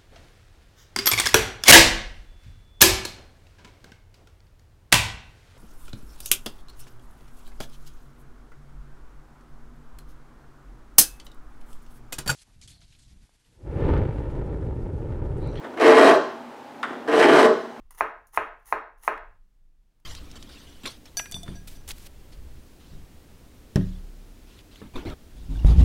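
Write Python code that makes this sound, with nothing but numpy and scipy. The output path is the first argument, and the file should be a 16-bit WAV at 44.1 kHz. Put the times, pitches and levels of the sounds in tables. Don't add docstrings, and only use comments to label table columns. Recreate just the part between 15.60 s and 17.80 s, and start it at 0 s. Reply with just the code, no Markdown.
import sys
import numpy as np
from scipy import signal
from scipy.fft import rfft, irfft, next_fast_len
from scipy.io import wavfile
from scipy.ndimage import uniform_filter1d, minimum_filter1d, map_coordinates

SR = 44100
rng = np.random.default_rng(int(sys.argv[2]) if len(sys.argv) > 2 else 0)


def magnitude_from_level(level_db):
    exponent = np.asarray(level_db, float) / 20
    return 10 ** exponent


def master(y):
    cut = np.clip(np.atleast_2d(y).T, -1, 1)
    pcm = np.round(cut * 32767)
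    wavfile.write(sys.argv[1], SR, pcm.astype(np.int16))


N = 97020


def unit(x):
    return x / np.sqrt(np.mean(x ** 2) + 1e-20)


def along(points, hz):
    f, v = np.transpose(points)
    return np.interp(np.log(hz + 1), np.log(f + 1), v)


def track(rows, outside):
    time_s, *columns = np.transpose(rows)
    return [np.interp(np.arange(N) / SR, time_s, c, outside, outside) for c in columns]


def wobble(knots_per_s):
    knots = rng.standard_normal(int(N * knots_per_s / SR) + 4)
    return map_coordinates(knots, [np.arange(N) * knots_per_s / SR])


def filtered(x, response):
    m = 2 * next_fast_len(N // 2 + SR // 4)
    return irfft(rfft(x, m) * response(np.fft.rfftfreq(m, 1 / SR)), m)[:N]


def causal(points):
    def response(hz):
        cepstrum = irfft(np.log(magnitude_from_level(along(points, hz)) + 1e-6))
        half = len(cepstrum) // 2
        cepstrum[1:half] *= 2
        cepstrum[half + 1:] = 0
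        return np.exp(rfft(cepstrum))
    return response


def resonance(f, centre_hz, width_hz):
    damping = 1j * f * width_hz
    return damping / (centre_hz * centre_hz - f * f + damping)


def teeth(contacts_per_s):
    scatter_db = 4
    hit = rng.random(N) < contacts_per_s / SR
    size = magnitude_from_level(scatter_db * rng.standard_normal(N))
    sign = np.sign(rng.standard_normal(N))
    return unit(hit * sign * size)


def played(drive, gain, response):
    return filtered(drive * gain, response) / np.std(filtered(drive, response))


def hush():
    level_db, waver_db = -40, 0.68
    # pitch_hz, relative_db_per_hz
    tone_spectrum = [(15, -66), (25, -60), (156, -9), (179, -21), (210, -15), (234, 0), (323, -13.5),
                     (497, -12.5), (744, -15.5), (807, -8.5), (1090, -19), (11000, -50), (15600, -53)]
    noise = filtered(rng.standard_normal(N), lambda hz: magnitude_from_level(along(tone_spectrum, hz)))
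    return magnitude_from_level(level_db + waver_db * wobble(2.33)) * unit(noise)


def slides():
    slide_trim_db, bench_trim_db = -3.5, 0.5
    # time_s, untrimmed_level_db, untrimmed_bench_over_level_db
    strokes = [
        [(0.0, -60, 3), (0.052, -34, 2), (0.13, -62, 17), (0.142, -39, 1), (0.158, -60, 14), (0.17, -39, 14)],
        [(1.235, -23.5, -19), (1.265, -35, -3.5), (1.337, -37, 3.5), (1.417, -46.5, 2), (1.431, -51, 5),
         (1.474, -47, 15)],
    ]
    # pitch_hz, relative_db_per_hz
    slide_spectrum = [(500, -31), (800, -0.5), (1100, 2.5), (1500, 5), (2000, -2.5), (2500, -13),
                      (3500, -10.5), (4300, -26), (9000, -33), (14000, -60), (20000, -84)]
    # pitch_hz, relative_db_per_hz
    nudge_spectrum = [(100, -52), (170, -9), (250, 6), (380, 2.5), (500, -3), (700, -4), (1200, -30),
                      (4000, -90)]
    drive, slide_gain, bench_gain = teeth(3000), 0, 0
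    for rows in strokes:
        level_db, over_db = track(rows, -99)
        slide_gain = slide_gain + magnitude_from_level(level_db + slide_trim_db)
        bench_gain = bench_gain + magnitude_from_level(level_db + over_db + bench_trim_db)
    scrape = played(drive, slide_gain, causal(slide_spectrum))
    return scrape + played(drive, bench_gain, causal(nudge_spectrum))


def taps():
    # start_s, peak_db (before the soft onset), contact_s
    hits = [(0.056, -34, .0002), (0.177, -29, .0002), (0.2, -27, .0001), (1.2303, -17, .00006),
            (1.2325, -14, .0003), (1.2372, -21, .0003), (1.246, -19, .0006), (1.2545, -25, .0005),
            (1.261, -25, .0005), (1.478, -25, .00015)]
    # pitch_hz, relative_db (before scatter and dulling), t60_s
    modes = [(1080, -1, .015), (1300, 0, .012), (1550, 0, .018), (1900, -3, .012), (2400, -7, .008),
             (2900, -8, .008), (3600, -8, .012), (4900, -15, .01), (6300, -21, .008), (8000, -19, .008),
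             (9800, -18, .008), (12200, -25, .006)]
    scatter_db = 0.74
    out, t = np.zeros(N + SR), np.arange(SR // 10) / SR
    for start_s, peak_db, contact_s in hits:
        ring = 0
        for hz, mode_db, t60_s in modes:
            decay = magnitude_from_level(mode_db + rng.normal(0, scatter_db) - 60 * t / t60_s)
            tone = np.sin(2 * np.pi * (hz * t + rng.random()))
            ring = ring + decay * tone / (1 + (hz * contact_s) ** 2)
        onset = 1 - np.exp(-t / contact_s)
        out[round(start_s * SR):][:len(t)] += magnitude_from_level(peak_db) * ring / np.abs(ring).max() * onset
    return out[:N]


def steel(points):
    # pitch_hz, width_hz, db_over_broad_bite
    rings = [(1507, 22, -2.5), (1734, 27, 10.5), (1892, 29, 9), (1957, 42, 4.5), (2153, 46, 3.5),
             (2380, 40, -0.5), (3000, 29, 5.5), (3225, 40, 7.5), (3790, 54, 0.5), (4780, 50, -0.5),
             (5240, 150, 6), (5850, 60, 4), (6780, 92, -5), (7950, 160, 0), (8960, 130, 1.5),
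             (11370, 200, -1)]
    return lambda f: causal(points)(f) * (1 + sum(magnitude_from_level(db) * resonance(f, c, w) for c, w, db in rings))


def bench(upper):
    split_hz, top_hz = 520, 2310
    centres = [145, 248, 273, 335, 398, 450, 558, 619, 662, 760, 855, 1050, 1088, 1130, 1288, 1450]
    # width_hz, relative_db
    resonances = [(19.8, -28), (30, -11.5), (23.5, -7.5), (58, -8.5), (33.4, -4.5), (23.1, -2.5),
                  (26, -12.5), (22.8, -5.5), (18, -1), (114, -16), (44, -11.5), (57, -10.5), (21.2, -8),
                  (53, -14.5), (32.8, -11), (230, -20)]

    def response(f):
        total = 0
        for k, (centre_hz, (width_hz, db)) in enumerate(zip(centres, resonances)):
            if (centre_hz > split_hz) == upper:
                total = total + (-1) ** k * magnitude_from_level(db) * resonance(f, centre_hz, width_hz)
        return total / (1 + 1j * f / top_hz) ** 2
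    return response


def pushes():
    # time_s, treble_bite_db, mid_bite_db, low_bench_db, upper_bench_db
    strokes = [
        [(.172, -54, -38.5, -31, -27.5), (.194, -57, -39, -28, -36), (.201, -40.5, -33.5, -24, -20),
         (.23, -38.5, -23.5, -13.5, -17.5), (.29, -35.5, -24, -15, -15.5), (.36, -36, -22.5, -13.5, -17.5),
         (.42, -30.5, -21.5, -11, -12), (.48, -31, -21, -11.5, -15.5), (.525, -41, -28.5, -21, -16.5),
         (.545, -38.5, -35, -23.5, -19), (.565, -44, -34, -34, -31)],
        [(1.476, -48, -39, -22, -22.5), (1.51, -48.5, -33, -23.5, -25.5), (1.56, -35.5, -25, -12.5, -16),
         (1.6, -33.5, -24.5, -15.5, -18.5), (1.63, -34.5, -20.5, -16.5, -18.5),
         (1.68, -38.5, -23.5, -10.5, -18.5), (1.75, -34.5, -23.5, -12.5, -13), (1.79, -31.5, -22.5, -13.5, -13),
         (1.84, -34, -25, -14.5, -21.5), (1.862, -37, -29, -12.5, -16), (1.875, -46, -36, -31, -44)],
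    ]
    # pitch_hz, relative_db_per_hz
    treble_spectrum = [(2400, -27), (3300, -1.5), (4000, 1.5), (5200, -11), (5700, -9), (7300, -12),
                       (7900, -11), (9000, -12.5), (10300, -16), (11500, -18.5), (12400, -27.5),
                       (14300, -31), (15600, -31)]
    # pitch_hz, relative_db_per_hz
    mid_spectrum = [(800, -44), (1200, -6), (1500, -2), (2000, 2), (2500, 3), (3200, -6), (3900, -31.5),
                    (5500, -72), (9000, -101)]
    chatter_db = 1.0
    drive = teeth(3500) * magnitude_from_level(chatter_db * wobble(44.43))
    gains = sum(magnitude_from_level(np.array(track(rows, -140))) for rows in strokes)
    bodies = [steel(treble_spectrum), steel(mid_spectrum), bench(False), bench(True)]
    treble, mid, low, upper = [played(drive, g, body) for g, body in zip(gains, bodies)]
    return treble + mid, low + upper


def whistle():
    # time_s, teeth_passing_hz, level_db
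    draw = [(1.88, 2405, -80), (1.94, 2410, -75), (1.98, 2310, -72), (2.02, 2110, -75), (2.045, 1880, -75),
            (2.055, 1800, -90)]
    # multiple, relative_db
    partials = [(3, -4), (4, -7), (5, 0)]
    flutter_db = 3.5
    hz, level_db = track(draw, -140)
    phase = 2 * np.pi * np.cumsum(hz) / SR
    tones = sum(magnitude_from_level(level_db + db + flutter_db * wobble(60)) * np.sin(k * phase) for k, db in partials)
    return np.sqrt(2) * tones


def room(x):
    first_wall_s = .004
    # pitch_hz, t60_s
    reverb = [(150, 0.53), (500, 0.43), (2000, 0.58), (6000, 0.63), (14000, 0.11)]
    hz, t, z = signal.stft(rng.standard_normal(SR), SR, nperseg=256)
    decay = magnitude_from_level(-60 * t / along(reverb, hz)[:, None])
    tail = signal.istft(z * decay, SR, nperseg=256)[1]
    delayed = np.pad(x, (round(first_wall_s * SR), 0))
    return signal.fftconvolve(delayed, tail / np.linalg.norm(tail))[:N]


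def scene():
    steel_room_db, bench_room_db = -10, -2
    bite, boom = pushes()
    near = bite + slides() + taps()
    answer = room(magnitude_from_level(steel_room_db) * near + magnitude_from_level(bench_room_db) * boom)
    return (near + boom + answer + whistle() + hush())[None]


def top_cut(x):
    return signal.sosfilt(signal.butter(12, 15760, fs=SR, output="sos"), x)


def record(dry):
    low_cut_hz, rumble_db, ceiling, hold_s = 125, -67, .96, .006
    # pitch_hz, relative_db_per_hz
    rumble_spectrum = [(20, -21.5), (45, -19), (70, -17.5), (100, 0), (140, -24)]
    cut = filtered(dry[0], lambda f: (1j * f / (low_cut_hz + 1j * f)) ** 4)
    noise = filtered(rng.standard_normal(N), lambda hz: magnitude_from_level(along(rumble_spectrum, hz)) * (hz < 140))
    rumble = magnitude_from_level(rumble_db) * unit(noise)
    hold = round(hold_s * SR)
    needed = np.minimum(1, ceiling / (np.abs(cut) + 1e-9))
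    gain = uniform_filter1d(minimum_filter1d(needed, size=2 * hold), size=hold)
    return top_cut((gain * cut + rumble)[None])


dry = scene()
out = record(dry)
master(out)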